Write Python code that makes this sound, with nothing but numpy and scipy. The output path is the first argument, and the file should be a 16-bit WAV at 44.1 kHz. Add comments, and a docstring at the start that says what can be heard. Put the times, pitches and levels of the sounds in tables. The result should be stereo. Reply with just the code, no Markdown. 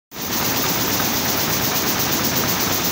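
"""Air-jet loom weaving

A loom at about 500 picks a minute, close to a phone microphone in a loud hall. In every pick gated hiss
blows the weft across; struck modes ring as the reed beats up, the cutter snips and the shed changes.
Clicks clatter, the frame thumps and the drive hums. The jets of a slightly slower loom nearby drift
against the beat, over the roar of the hall: fluttering filtered noise.
"""
import sys
import numpy as np
from scipy import signal
from scipy.fft import rfft, irfft
from scipy.io import wavfile

SR = 44100
rng = np.random.default_rng(int(sys.argv[2]) if len(sys.argv) > 2 else 0)


def generate_wav(sig):
    """Save sig (samples, or channels by samples) to the path in sys.argv[1] as 16-bit PCM at SR."""
    pcm = np.round(np.clip(np.atleast_2d(sig).T, -1, 1) * 32767).astype(np.int16)
    wavfile.write(sys.argv[1], SR, pcm)


N = 128331

PICK_S, NEIGHBOUR_PICK_S = 0.11972, 0.1247
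TIMING_SLOP_S = 0.0005
BLOW_SPREAD_DB, GATE_SPREAD_DB = 2.4, 0.1


def amp(db):
    """Decibels to gain."""
    return 10 ** (np.asarray(db) / 20)


def evened(x):
    """Scales to rms 1."""
    return x / np.sqrt(np.mean(x ** 2) + 1e-20)


def coloured(x, points):
    """Filters x by a table of (freq_hz, gain_db), interpolated over log frequency."""
    freq_hz, gain_db = np.transpose(points)
    f = np.fft.rfftfreq(N, 1 / SR)
    gain = amp(np.interp(np.log(f + 1), np.log(freq_hz), gain_db))
    return irfft(rfft(x) * gain, N)


def white():
    """White noise of 0 dB per Hz."""
    return rng.standard_normal(N) * np.sqrt(SR / 2)


def picks(at_s, period_s, spread_db):
    """For each turn of a loom: the time since a part acted, and how hard."""
    t = np.arange(N) / SR
    turns = int(N / SR / period_s) + 1
    for k, (slop, force) in enumerate(rng.standard_normal((turns, 2))):
        start_s = k * period_s + at_s + TIMING_SLOP_S * slop
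        yield np.maximum(t - start_s, 0), amp(spread_db * force)


def gate(at_s, hold_s, rise_s, fall_s, period_s):
    """Attack, hold and release, once in every pick."""
    level = np.zeros(N)
    for age_s, force in picks(at_s, period_s, GATE_SPREAD_DB):
        attack = np.minimum(age_s / rise_s, 1)
        release = np.exp(-np.clip((age_s - hold_s) / fall_s, 0, 20))
        level += force * attack * release
    return level


VALVE_RISE_S, VALVE_FALL_S = 0.0071, 0.012


def jet(open_s, hold_s, level_db, centre_hz, width_octaves, period_s):
    """A valve lets out a broad band of hiss in every pick."""
    f = np.fft.rfftfreq(N, 1 / SR)
    away = np.log2((f + 1) / centre_hz) / width_octaves
    hiss = irfft(rfft(white()) * np.exp(-(away / 2) ** 2), N)
    return amp(level_db) * hiss * gate(open_s, hold_s, VALVE_RISE_S, VALVE_FALL_S, period_s)


# air valves: open_s (in the pick), hold_s, level_db, centre_hz, width_octaves
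WEFT_JETS = [(0.076, 0.029, -63, 5550, 0.7), (.086, 0.028, -60, 12950, 0.22),
             (.110, 0.04, -65.5, 7660, 0.71)]


def weft_jets():
    """Bursts of air blow the weft across."""
    return sum(jet(*row, PICK_S) for row in WEFT_JETS)


RATTLE_DB = -9  # against the strike
DETUNE = 0.024  # largest share by which a ring's pitch differs from blow to blow
RING_SWELL_S = 0.00063


def metal_blow(at_s, level_db, rattle_s, modes):
    """A firm strike with a brief rattle after it rings a metal part in every pick."""
    t = np.arange(SR // 10) / SR
    out = np.zeros(N + SR)
    for age_s, force in picks(at_s, PICK_S, BLOW_SPREAD_DB):
        rattle = rng.standard_normal(len(t)) * np.exp(-t / rattle_s)
        contact = (t == 0) + amp(RATTLE_DB) * rattle / np.linalg.norm(rattle)
        ring = np.zeros(len(t))
        for pitch_hz, mode_db, t60_s in modes:
            hz = pitch_hz * rng.uniform(1 - DETUNE, 1 + DETUNE)
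            decay = np.exp(-np.log(1000) * t / t60_s)
            ring += amp(mode_db) * decay * np.sin(2 * np.pi * hz * t)
        ring *= 1 - np.exp(-t / RING_SWELL_S)
        start = np.searchsorted(age_s, 0, side="right")
        out[start:start + len(t)] += force * signal.fftconvolve(contact, ring)[:len(t)]
    return amp(level_db) * out[:N]


# blow of the reed: at_s (in the pick), level_db, rattle_s (decay)
REED_BLOW = (.0404, -21, 0.0037)
# modes of the reed: pitch_hz, level_db, t60_s
REED_MODES = [(1283, 3, 0.024), (1522, -2, 0.031), (1850, -8, 0.031)]


def reed_beat_up():
    """The reed rings as it beats up the weft."""
    return metal_blow(*REED_BLOW, REED_MODES)


# blow of the weft cutter: at_s (in the pick), level_db, rattle_s (decay)
CUTTER_BLOW = (.0433, -27.5, 0.0025)
# modes of the weft cutter: pitch_hz, level_db, t60_s
CUTTER_MODES = [(2310, 1, 0.027), (2450, -4, 0.026), (3690, 6, 0.018)]


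def cutter_snip():
    """The cutter rings as it snips the weft."""
    return metal_blow(*CUTTER_BLOW, CUTTER_MODES)


# blow of the heald frames: at_s (in the pick), level_db, rattle_s (decay)
HEALD_BLOW = (.065, -31.5, 0.0026)
# modes of the heald frames: pitch_hz, level_db, t60_s
HEALD_MODES = [(775, 0, 0.11), (1760, 5, 0.021), (2310, -3, 0.059), (2620, -3, 0.059), (3560, 4.5, .03),
               (5120, 5, 0.029), (5900, 0, .025), (7460, 4, .025), (8600, 1, 0.049)]


def shed_change():
    """The heald frames ring as the shed changes."""
    return metal_blow(*HEALD_BLOW, HEALD_MODES)


CLATTER_AT_S, CLATTER_HOLD_S, CLATTER_RISE_S, CLATTER_FALL_S = 0.0481, 0.023, 0.0057, 0.018
CLICKS_PER_S = 3500  # mean, before gating
# spectrum of loose healds and wires: freq_hz, level_db (per Hz, before gating)
CLATTER_SPECTRUM = [(150, -71), (500, -62), (900, -61), (1400, -62), (2200, -66.5), (3500, -71),
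                    (8000, -94), (16000, -97)]


def clatter():
    """Loose healds and wires: dense small clicks swell after the beat-up as the shed moves."""
    clicks = rng.standard_normal(N) * (rng.random(N) < CLICKS_PER_S / SR)
    clicks = evened(clicks) * np.sqrt(SR / 2)
    moving = gate(CLATTER_AT_S, CLATTER_HOLD_S, CLATTER_RISE_S, CLATTER_FALL_S, PICK_S)
    return coloured(clicks * moving, CLATTER_SPECTRUM)


THUMP_SWELL_S = 0.0034


def thump(at_s, level_db, pitch_hz):
    """The heavy frame shudders for a few cycles each time a moving part turns round."""
    t = np.arange(SR // 20) / SR
    pushes = np.zeros(N + 1)
    for age_s, force in picks(at_s, PICK_S, BLOW_SPREAD_DB):
        pushes[np.searchsorted(age_s, 0, side="right")] = force
    swell = (t / THUMP_SWELL_S * np.exp(1 - t / THUMP_SWELL_S)) ** 2
    shudder = swell * np.sin(2 * np.pi * pitch_hz * t)
    return amp(level_db) * signal.fftconvolve(pushes, shudder)[:N]


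# thumps of the frame: at_s (in the pick), level_db, pitch_hz
FRAME_THUMPS = [(.0100, -42, 205), (.0230, -34.5, 111), (.0400, -27, 183), (0.048, -26.5, 112),
                (0.0554, -33, 335), (.0770, -28.5, 138), (0.088, -24, 263), (0.1158, -23, 267)]


def frame_thumps():
    """All the thumps of the frame in each pick."""
    return sum(thump(*row) for row in FRAME_THUMPS)


# hum of the drive: pick_rate_multiple, level_db (rms)
DRIVE_HUM = [(8, -49), (9, -74), (11, -45), (12, -46.5), (15, -43.5), (29, -40.5), (34, -48.5)]


def drive():
    """Shafts and cams hum on multiples of the pick rate."""
    turns = np.arange(N) / SR / PICK_S
    hum = np.zeros(N)
    for multiple, level_db in DRIVE_HUM:
        cycles = round(multiple) * turns + rng.random()
        hum += amp(level_db) * np.sqrt(2) * np.cos(2 * np.pi * cycles)
    return hum


# neighbour's air valves: open_s (in its pick), hold_s, level_db, centre_hz, width_octaves
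NEIGHBOUR_VALVES = [(-.005, .032, -63, 15000, .16), (-.014, .088, -69.5, 7500, .6)]


def neighbour_jets():
    """Air bursts of a slower loom drift against the near one."""
    return sum(jet(*row, NEIGHBOUR_PICK_S) for row in NEIGHBOUR_VALVES)


HALL_FLUTTER_DB, HALL_FLUTTER_S = 0.5, 0.008  # rms depth; half length of the smoothing window
# roar of the hall: freq_hz, level_db (per Hz, before flutter)
HALL_SPECTRUM = [(20, -80), (32, -75), (60, -71.5), (100, -55.5), (170, -52), (250, -52), (370, -54.5),
                 (550, -59), (880, -57.5), (1400, -62.5), (1900, -62.5), (2900, -66), (5000, -65.5),
                 (9000, -70.5), (16000, -68)]


def hall():
    """Many far looms merge into a fluttering roar."""
    window = signal.windows.hann(int(2 * HALL_FLUTTER_S * SR) + 2)
    flutter = evened(signal.fftconvolve(rng.standard_normal(N), window, "same"))
    return coloured(white() * amp(HALL_FLUTTER_DB * flutter), HALL_SPECTRUM)


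def scene():
    """The near loom, its neighbour and the hall: mono on two channels."""
    air = weft_jets() + neighbour_jets()
    metal = reed_beat_up() + cutter_snip() + shed_change() + clatter()
    frame = frame_thumps() + drive()
    return np.tile(air + metal + frame + hall(), (2, 1))


START_S, EDGE_HZ = 0.115, 15740  # silent before; low-pass edge
# microphone colour: freq_hz, gain_db
MIC_COLOUR = [(25, -12), (40, -2), (52, 0), (5200, 1), (6200, 5), (6600, 2.5), (7300, -4.5), (8300, -12.5),
              (9800, -13.5), (12000, -11.5), (13900, -5.5), (14750, 7), (15700, 6.5)]
# fade-in: time_s, gain_db
FADE_GAIN = [(.115, -22.5), (.145, -16.5), (.168, -10.5), (.22, -6.5), (.29, -6), (.34, -1.5), (.40, -0.5)]


def record(dry):
    """Microphone colour, a fade-in after silence, and the band limit."""
    t = np.arange(N) / SR
    fade = amp(np.interp(t, *np.transpose(FADE_GAIN))) * (t >= START_S)
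    heard = coloured(dry, MIC_COLOUR) * fade
    low_pass = signal.firwin(1023, EDGE_HZ, window=("kaiser", 9), fs=SR)
    return signal.oaconvolve(heard, low_pass[None], "same", axes=1)


dry = scene()
out = record(dry)
generate_wav(out)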